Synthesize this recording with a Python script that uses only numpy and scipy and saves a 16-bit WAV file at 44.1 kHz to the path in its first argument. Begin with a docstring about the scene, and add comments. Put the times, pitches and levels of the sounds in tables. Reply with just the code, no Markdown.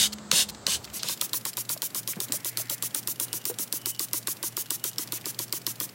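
"""At a car's open engine bay, a hand sprayer gives a few long pulls close by, then a quick run farther off.
Each pull snaps the plastic trigger, knocks the hollow bottle and pushes a hiss of mist out of the nozzle;
a spring brings the trigger back with a rub and a tick. The bottle bumps and creaks in the hand and
stray drops tick on the engine covers. Behind it all are open air, a low hum and a faint whirr. Mono."""
import sys
import numpy as np
from scipy import signal
from scipy.fft import rfft, irfft, next_fast_len
from scipy.io import wavfile
from scipy.ndimage import uniform_filter1d

SR = 44100
rng = np.random.default_rng(int(sys.argv[2]) if len(sys.argv) > 2 else 0)


def wav_record(signal):
    """Record a signal, one row per channel, as 16-bit PCM in the file named by sys.argv[1]."""
    frames = np.transpose(np.atleast_2d(signal))
    bounded = np.clip(frames, -1, 1)
    # unit amplitude maps onto the largest positive 16-bit level
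    quanta = np.round(bounded * 32767).astype(np.int16)
    wavfile.write(sys.argv[1], SR, quanta)


N = 261954
TIME = np.arange(N) / SR
NEAR_UNTIL_S, FAR_FROM_S = 0.655, 1.12  # the close sound fades into the farther one
TOP_HZ = 15900  # upper edge of the treble

# tone of the trigger's plastic when it is hit or rubbed: pitch_hz, level_db
PLASTIC_TONE = [(400, -61), (1200, -8.5), (2300, -9.5), (3100, -0.5), (4100, 1), (5500, 2), (6400, -5.5),
                (7400, 1), (8300, -3), (9700, -2.5), (12500, -4), (14600, -3), (16000, -5)]


def quick_pulls():
    """Short strokes in a steady rhythm; the hand's pace times the spray and the trigger's return."""
    # one row for each pull: start_s, snap_db, spray_db
    pulls = [(0.931, -45, -34), (1.0865, -22, -31.5), (1.213, -15.5, -30.5), (1.3327, -19, -27.5),
             (1.453, -20.5, -32.5), (1.5705, -23, -30.5), (1.6926, -22, -28), (1.82, -20.5, -29.5),
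             (1.9475, -22.5, -29.5), (2.076, -22.5, -30), (2.203, -20, -32.5), (2.3223, -17.5, -28.5),
             (2.447, -23.5, -29), (2.5726, -19.5, -30), (2.698, -20, -29.5), (2.8246, -20, -29.5),
             (2.9475, -18, -30), (3.0744, -20.5, -29), (3.1993, -18.5, -28), (3.33, -21.5, -31.5),
             (3.4542, -20.5, -29), (3.587, -24.5, -29), (3.7259, -19, -31), (3.8589, -19.5, -29),
             (3.9945, -19.5, -29.5), (4.1325, -17.5, -28.8), (4.2728, -19.5, -29), (4.429, -23.5, -30),
             (4.5685, -21.5, -30), (4.7059, -17.5, -31), (4.8406, -19.5, -30.5), (4.9833, -19.5, -33),
             (5.1224, -21, -33), (5.2573, -23.5, -32.5), (5.391, -21, -33.5), (5.5262, -19.5, -33),
             (5.6663, -18.5, -33), (5.802, -21, -31.5)]
    # how the tone shifts as the bottle is turned: time_s, spray_tilt_db_per_octave, snap_ring_hz
    aim = [(1.2, 0.1, 4240), (1.92, -0.5, 4640), (2.1, 0.8, 11100), (2.7, -0.3, 9700), (3.4, 1.7, 9900),
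           (3.9, 0.5, 12400), (4.4, 0, 11300), (5.8, 0.5, 14100)]
    # how loudly the bottle wall knocks along the run: time_s, level_db
    knock_levels = [(.93, -50), (1.1, -31.5), (1.85, -34.5), (2.08, -39.5), (2.85, -36), (3.5, -40.5),
                    (3.85, -39), (4.27, -32), (4.95, -38.5), (5.6, -35)]
    out, slack_s = np.zeros(N), .007
    usual_snap_db, usual_spray_db, longest_stroke_s = -16.5, -29, 0.0572
    gaps = np.diff(np.array(pulls)[:, 0])
    cycles = uniform_filter1d(np.append(gaps, gaps[-1]), size=3)
    aim_s, aim_tilt, aim_hz = np.transpose(aim)
    for (start_s, snap_db, spray_db), cycle_s in zip(pulls, cycles):
        # the finger lands first, harder before a harder snap
        finger_db = -51 + 2.2 * (snap_db - usual_snap_db) + 8 * rng.uniform(-1.1, 1)
        finger = burst(snap(-1, rattle=0.18, t60=0.011), finger_db)
        add(out, start_s - .016 * rng.uniform(.7, 1.3), finger)
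        click = snap(2.1 + 0.34 * rng.standard_normal(), rattle=0.18, t60=0.018)
        ring_hz = min(np.interp(start_s, aim_s, aim_hz) * rng.uniform(0.89, 1.07), TOP_HZ)
        add(out, start_s - slack_s, squeeze(click, snap_db, ring_hz, slack_s, slack_db=-18.5))
        knock_db = np.interp(start_s, *np.transpose(knock_levels))
        add(out, start_s, knock(slow=0.99, grit=0.87) * undb(knock_db))
        # the deep thump grows as the bottle empties
        thump = bottle_note(329, delay_s=0.00901, swell_s=.003, scatter=0.046)
        thump += undb(-9) * bottle_note(452, delay_s=.002, swell_s=0.0025, scatter=0.097)
        add(out, start_s, burst(thump, min(-47 + 3 * start_s, -34.5)))
        # a harder squeeze gives a finer, brighter mist
        tilt_db = 1 + 0.5 * (spray_db - usual_spray_db) + np.interp(start_s, aim_s, aim_tilt)
        stroke_s = min(0.41 * cycle_s, longest_stroke_s)
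        hiss = spray(stroke_s, tilt_db, bright_hz=rng.uniform(8700, 14600), start_db=-3.5,
                     close_s=0.0036, spatter_db=0.8, near=False)
        add(out, start_s + .001, hiss * undb(spray_db + 1.76))
        # the spring pushes the piston back
        rest_s = start_s + .66 * cycle_s
        slide = rub(rise_s=.024, tilt_db=-2) * undb(-57)
        add(out, rest_s - len(slide) / SR, slide)
        add(out, rest_s, rest_tick(tilt_db=-1.1, bounce_db=-5.5) * undb(-40 + 2 * rng.standard_normal()))
    return out


def long_pulls():
    """Full strokes close by: snap, knock, thump and spray, then the pump refills."""
    # one row for each pull: start_s, snap_db, snap_ring_hz, stroke_s, spray_db
    pulls = [(-0.048, -14, 4400, .12, -20.5), (0.3152, -12.5, 4440, .12, -20.5),
             (0.6674, -16, 3970, .1, -25.5), (1.0325, -22.5, 4350, .11, -33.5)]
    out, slack_s = np.zeros(N), .005
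    refilled_s, rest_s = .183, .233  # counted from the snap
    for start_s, snap_db, ring_hz, stroke_s, spray_db in pulls:
        crack = resonance(snap(-4, rattle=0.47, t60=0.0073), hz=1650, width_hz=500, lift_db=7)
        click = burst(crack, 0) + burst(head_ring(), -1.5)
        add(out, start_s - slack_s, squeeze(click, snap_db, ring_hz, slack_s, slack_db=-14))
        thump = burst(bottle_note(510, delay_s=0.01106, swell_s=0.0017, scatter=0.055), -17.5)
        thump += burst(bottle_note(173, delay_s=0.0159, swell_s=0.0049, scatter=.03), -15)
        add(out, start_s, (knock(slow=2, grit=1) * undb(-17) + thump) * undb(snap_db))
        hiss = spray(stroke_s, tilt_db=-0.5, bright_hz=3780, start_db=-7,
                     close_s=0.0067, spatter_db=1.6, near=True)
        add(out, start_s + .001, hiss * undb(spray_db + 0.87))
        # the piston slides back and the trigger settles
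        slide = resonance(rub(rise_s=.014, tilt_db=-2), hz=4370, width_hz=250, lift_db=10.5)
        add(out, start_s + refilled_s - len(slide) / SR, slide * undb(spray_db - 13.5))
        stop = rest_tick(tilt_db=-2, bounce_db=-10) + burst(head_ring(), -8)
        add(out, start_s + refilled_s, stop * undb(spray_db - 11.5))
        settle = rest_tick(tilt_db=-13, bounce_db=-6) + burst(head_ring(), -2.5)
        add(out, start_s + rest_s, settle * undb(spray_db - 21))
    return out


def spray(stroke_s, tilt_db, bright_hz, start_db, close_s, spatter_db, near):
    """The nozzle hisses: pressure rises, eases, then collapses as the piston reaches the end."""
    # tone of the mist close by: pitch_hz, level_db
    near_tone = [(300, -15.5), (1000, -17), (2350, -10), (2850, -3), (3700, -2), (5000, -3.5), (6800, -2.5),
                 (8500, -3.5), (11000, -8), (13500, -13.5), (16000, -13.5)]
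    # tone of the mist from across the car: pitch_hz, level_db
    far_tone = [(400, -24), (1300, -13.5), (2300, -11.5), (3200, -7), (4600, -5.5), (6000, 1), (8300, -2),
                (9500, 0.5), (12500, -1), (15500, -1)]
    t = TIME[:10000]
    arch = np.sin(np.pi * np.minimum(t / stroke_s * 0.88, 1))
    opening = np.minimum(t / 0.0079, 1)
    closing = 1 / (1 + np.exp(np.minimum((t - stroke_s) / close_s, 50)))
    flow = undb(start_db * (1 - arch)) * opening * closing
    mist = noise(t) * undb(spatter_db * walk(3000, size=len(t)))
    mist = resonance(engine_echoes(mist, reach_s=.004), bright_hz, width_hz=0.17 * bright_hz, lift_db=3)
    return flow * unit(colour(mist, near_tone if near else far_tone, tilt_db))


def squeeze(click, snap_db, ring_hz, slack_s, slack_db):
    """The loose trigger rubs for slack_s, then snaps."""
    slack = rub(slack_s, tilt_db=-3.2)
    slack *= np.linspace(0, 1, len(slack)) * undb(slack_db + 2 * rng.standard_normal())
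    ringing_click = burst(resonance(click, ring_hz, width_hz=480, lift_db=7.5), 0)
    return np.concatenate([slack, ringing_click]) * undb(snap_db)


def snap(tilt_db, rattle, t60):
    """A hit on plastic: one sharp edge and a noisy ring that dies quickly."""
    t = TIME[:2048]
    blow = rattle * noise(t) * fade(t, t60)
    blow[0] += 1
    return colour(engine_echoes(blow, reach_s=.0005), PLASTIC_TONE, tilt_db)


def head_ring():
    """The sprayer's head rings with a few strong notes, heard close by."""
    # the head's own notes: pitch_hz, level_db, fade_s
    notes = [(2280, -2.5, 0.013), (4350, -2, 0.0098), (4550, -4, 0.015), (5530, -7, 0.011),
             (6100, 7.5, 0.011), (6800, 1, 0.021), (8370, 4, .009)]
    t = TIME[:2048]
    ring = np.zeros(len(t))
    for hz, db, t60 in notes:
        gain = undb(db + 2 * rng.standard_normal())
        ring += gain * np.sin(2 * np.pi * hz * t * rng.uniform(0.97, 1.02)) * fade(t, t60)
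    return ring


def knock(slow, grit):
    """The bottle wall flexes and crinkles after the snap; a slower squeeze spreads the knock out."""
    # the wall's notes, before slow stretches their times: pitch_hz, level_db, delay_s, swell_s
    notes = [(1980, -10, 0.00409, 0.0038), (1464, -5, .0052, 0.0029), (1171, 1, 0.00502, 0.0025),
             (972, -1, 0.005495, 0.0037), (525, -2, 0.00866, 0.0018)]
    wall = 0
    for hz, db, delay_s, swell_s in notes:
        gain = undb(db + 2 * rng.standard_normal())
        wall += gain * bottle_note(hz, slow * delay_s, slow * swell_s, scatter=0.043)
    t = TIME[:len(wall)]
    crinkle = noise(t) * undb(3.6 * walk(680, size=len(t)))
    crinkle *= (t > rng.uniform(.003, .007)) * fade(t, 0.025 * slow)
    crunch = colour(crinkle, [(300, -2), (2000, 9.5), (4000, 10.5), (9000, -11), (16000, -42)])
    return burst(wall, 0) + grit * burst(crunch, 0)


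def bottle_note(hz, delay_s, swell_s, scatter):
    """One note of the bottle swells and dies fast; the grip shifts its pitch from pull to pull."""
    t = np.maximum(TIME[:4096] - delay_s - 0.00051 * rng.standard_normal(), 0)
    hz = hz * np.exp(scatter * rng.standard_normal())
    return np.sin(2 * np.pi * (hz * t + rng.random())) * t / swell_s * np.exp(-t / swell_s)


def rub(rise_s, tilt_db):
    """The piston slides with a grainy rub that swells up to its stop."""
    t = TIME[:max(int(rise_s * SR), 2)]
    grains = noise(t) * undb(4.5 * walk(900, size=len(t)))
    return unit(colour(grains, PLASTIC_TONE, tilt_db)) * np.sqrt(t / rise_s)


def rest_tick(tilt_db, bounce_db):
    """The trigger ticks against its stop and bounces once."""
    tick = burst(snap(tilt_db, rattle=0.15, t60=0.027), 0)
    bounce = burst(snap(tilt_db, rattle=0.29, t60=0.015), bounce_db + 2 * rng.standard_normal())
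    lag = int(rng.uniform(.0026, 0.0057) * SR)
    return tick + np.pad(bounce, (lag, 0))[:len(tick)]


def bumps():
    """Handling gives the hollow plastic soft blows, each one low note in a dull rustle."""
    # one row for each bump: start_s, level_db, pitch_hz, fade_s
    blows = [(1.764, -37.5, 630, 0.023), (2.168, -28.5, 195, 0.053), (2.189, -35.5, 378, 0.036),
             (2.296, -32, 275, 0.069), (2.338, -35.5, 620, .04), (2.599, -37, 650, .045),
             (2.719, -37, 583, 0.084), (3.499, -27.5, 446, 0.028), (3.512, -30, 490, .035)]
    out, t = np.zeros(N), TIME[:6000]
    for start_s, db, hz, t60 in blows:
        rustle_tone = [(hz / 5, -35), (hz, 0), (1.24 * hz, -10), (1600, -18), (5000, -36)]
        rustle = unit(colour(noise(t), rustle_tone))
        push = 1 - np.exp(-t / 0.0052)
        blow = (np.sin(2 * np.pi * hz * t) + 0.5 * rustle) * push * fade(t, t60)
        add(out, start_s - .002, burst(colour(blow, [(hz / 4, -20), (hz / 1.5, 0)]), db))
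    return out


def creaks():
    """The plastic slips briefly in the grip."""
    # one row for each creak: start_s, level_db, pitch_hz, fade_s
    slips = [(.875, -42, 2180, .08), (.994, -29.5, 4200, 0.13), (2.133, -35, 2170, .035),
             (5.178, -40.5, 2200, .05), (5.243, -39, 2200, .05)]
    out, t = np.zeros(N), TIME[:4096]
    for start_s, db, hz, t60 in slips:
        add(out, start_s, burst(band(noise(t) * fade(t, t60), hz, width_hz=0.83 * hz), db))
    return out


def droplets(count=50):
    """Stray drops tick on the wet engine covers."""
    out = np.zeros(N)
    for when, size, dullness in rng.random((count, 3)):
        start_s = NEAR_UNTIL_S + when * (N / SR - NEAR_UNTIL_S)
        add(out, start_s, burst(snap(-4 * dullness, rattle=.1, t60=.012), -52 + 9 * size))
    return out


def engine_echoes(x, reach_s, gain=0.18, count=5):
    """Sound bounces off nearby engine parts; the hand moves, so the echoes differ every time."""
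    out = x.copy()
    for share, sign in zip(rng.uniform(.1, 1, count), rng.choice([-1, 1], count)):
        lag = max(int(share * reach_s * SR), 1)
        out[lag:] += gain * sign * x[:-lag]
    return out


def bay_echo(x, echo_db, t60):
    """Sound scatters under the open bonnet and leaves a short, faint tail."""
    t = TIME[:SR // 2]
    tail = noise(t) * fade(t, t60) * (t > .005)
    return x + undb(echo_db) * signal.fftconvolve(x, tail / np.sqrt(np.sum(tail ** 2)))[:N]


def air_and_hum():
    """Open air and a low hum, duller and boomier at first, down in the engine bay."""
    # tone of the air in the bay: pitch_hz, level_db
    near_tone = [(25, -25), (45, -13), (62, 7), (90, 5), (180, 1.5), (450, -3), (800, -4.5), (1400, -8),
                 (2600, -19), (4500, -12.5), (5800, -20), (7800, -11), (9500, -31), (15000, -34)]
    # tone of the air across the car: pitch_hz, level_db
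    far_tone = [(40, -40), (70, -29), (105, 0.5), (200, 2), (450, -5.5), (900, -10), (1800, -12),
                (2500, -13), (2950, -15.5), (3300, -18), (5300, -20), (6800, -19.5), (10000, -21),
                (15000, -17.5)]
    # hum as of a distant motor; the two closest notes throb together: pitch_hz, level_db
    hum_notes = [(118.2, -54.5), (115, -65.5), (130, -71), (162.4, -71.5)]
    near_air = unit(colour(noise(TIME), near_tone)) * undb(-46.5 + walk(12.5))
    near_hum_hz = 210 + 3.7 * walk(19.9)
    near_hum_db = np.interp(TIME, [0, .35, .9], [-43, -46, -58]) + 2.1 * walk(16)
    near_hum = np.sin(2 * np.pi * np.cumsum(near_hum_hz) / SR) * undb(near_hum_db)
    breeze = undb(-48.5 + 1.3 * walk(9))
    far_air = unit(colour(noise(TIME), far_tone)) * breeze
    far_hum = sum(undb(db) * np.sin(2 * np.pi * (hz * TIME + rng.random())) for hz, db in hum_notes)
    far_hum *= np.sqrt(2) * undb(2.7 * walk(11) + np.linspace(-3, 1.2, N))  # wavers and slowly grows
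    far_share = np.clip((TIME - NEAR_UNTIL_S) / (FAR_FROM_S - NEAR_UNTIL_S), 0, 1)
    return np.sqrt(1 - far_share) * (near_air + near_hum) + np.sqrt(far_share) * (far_air + far_hum)


def whirr():
    """A faint whirr far off: narrow bands of noise swell and fade."""
    # one row for each swell: middle_s, length_s, pitch_hz, width_hz, level_db
    swells = [(2.62, 0.85, 2000, 900, -53), (3.33, 0.41, 2900, 220, -57), (3.902, 0.41, 2950, 170, -53),
              (4.8, 0.86, 2910, 200, -61)]
    out = np.zeros(N)
    for middle_s, length_s, hz, width_hz, db in swells:
        swell = np.cos(np.pi * np.clip((TIME - middle_s) / length_s, -.5, .5))
        out += unit(band(noise(TIME), hz, width_hz)) * swell * undb(db)
    return out


def undb(db):
    """Turn decibels into a gain."""
    return 10 ** (np.asarray(db) / 20)


def unit(x):
    """Scale x to an average power of 1."""
    return x / np.sqrt(np.mean(x ** 2))


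def burst(x, db):
    """Scale a short sound so that its energy equals db held for 3 ms."""
    return x * undb(db) * np.sqrt(.003 * SR / np.sum(x ** 2))


def add(out, start_s, x):
    """Mix x into out from start_s on."""
    start = int(round(start_s * SR))
    first, end = max(start, 0), min(start + len(x), N)
    if end > first:
        out[first:end] += x[first - start:end - start]


def fade(t, t60):
    """Die away by 60 dB every t60 seconds (fade_s in the tables)."""
    return np.exp(-np.log(1000) * t / t60)


def noise(t):
    """White noise as long as t."""
    return rng.standard_normal(len(t))


def walk(rate_hz, size=N):
    """A smooth random wander with a spread near 1."""
    hold = max(int(SR / rate_hz), 1)
    steps = np.repeat(rng.standard_normal(size // hold + 1), hold)
    return 1.2 * uniform_filter1d(steps, hold)[:size]


def colour(x, points, tilt_db=0):
    """Shape the tone through (pitch_hz, level_db) points; tilt the treble by tilt_db an octave."""
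    size = 2 * next_fast_len(len(x))
    octave = np.log2(np.maximum(np.arange(size // 2 + 1) * SR / size, 1))
    hz, db = np.transpose(points)
    treble_db = tilt_db * np.maximum(octave - np.log2(2500), 0)
    gain = undb(np.interp(octave, np.log2(hz), db) + treble_db)
    # make the filter ring only after a hit, never before it
    cepstrum = irfft(np.log(gain))
    cepstrum[1:size // 2] *= 2
    cepstrum[size // 2 + 1:] = 0
    return irfft(rfft(x, size) * np.exp(rfft(cepstrum)))[:len(x)]


def resonance(x, hz, width_hz, lift_db):
    """Make the pitches around hz louder."""
    b, a = signal.iirpeak(hz, hz / width_hz, fs=SR)
    return x + (undb(lift_db) - 1) * signal.lfilter(b, a, x)


def band(x, hz, width_hz):
    """Keep only the pitches around hz."""
    b, a = signal.iirpeak(hz, hz / width_hz, fs=SR)
    return signal.lfilter(b, a, signal.lfilter(b, a, x))


def scene():
    """The sprayer over the background, the same in both ears; close by, it has less echo."""
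    sprayer = long_pulls() + quick_pulls() + bumps() + creaks() + droplets()
    echo_db = np.interp(TIME, [NEAR_UNTIL_S, FAR_FROM_S], [-24, -19])
    mono = bay_echo(sprayer, echo_db, t60=0.31) + air_and_hum() + whirr()
    return np.array([mono, mono])


def record(dry):
    """Cut the deepest bass and the highest treble."""
    lean = signal.sosfilt(signal.butter(4, 42, "high", fs=SR, output="sos"), dry)
    return signal.sosfilt(signal.ellip(10, .2, 70, TOP_HZ, fs=SR, output="sos"), lean)


dry = scene()
out = record(dry)
wav_record(out)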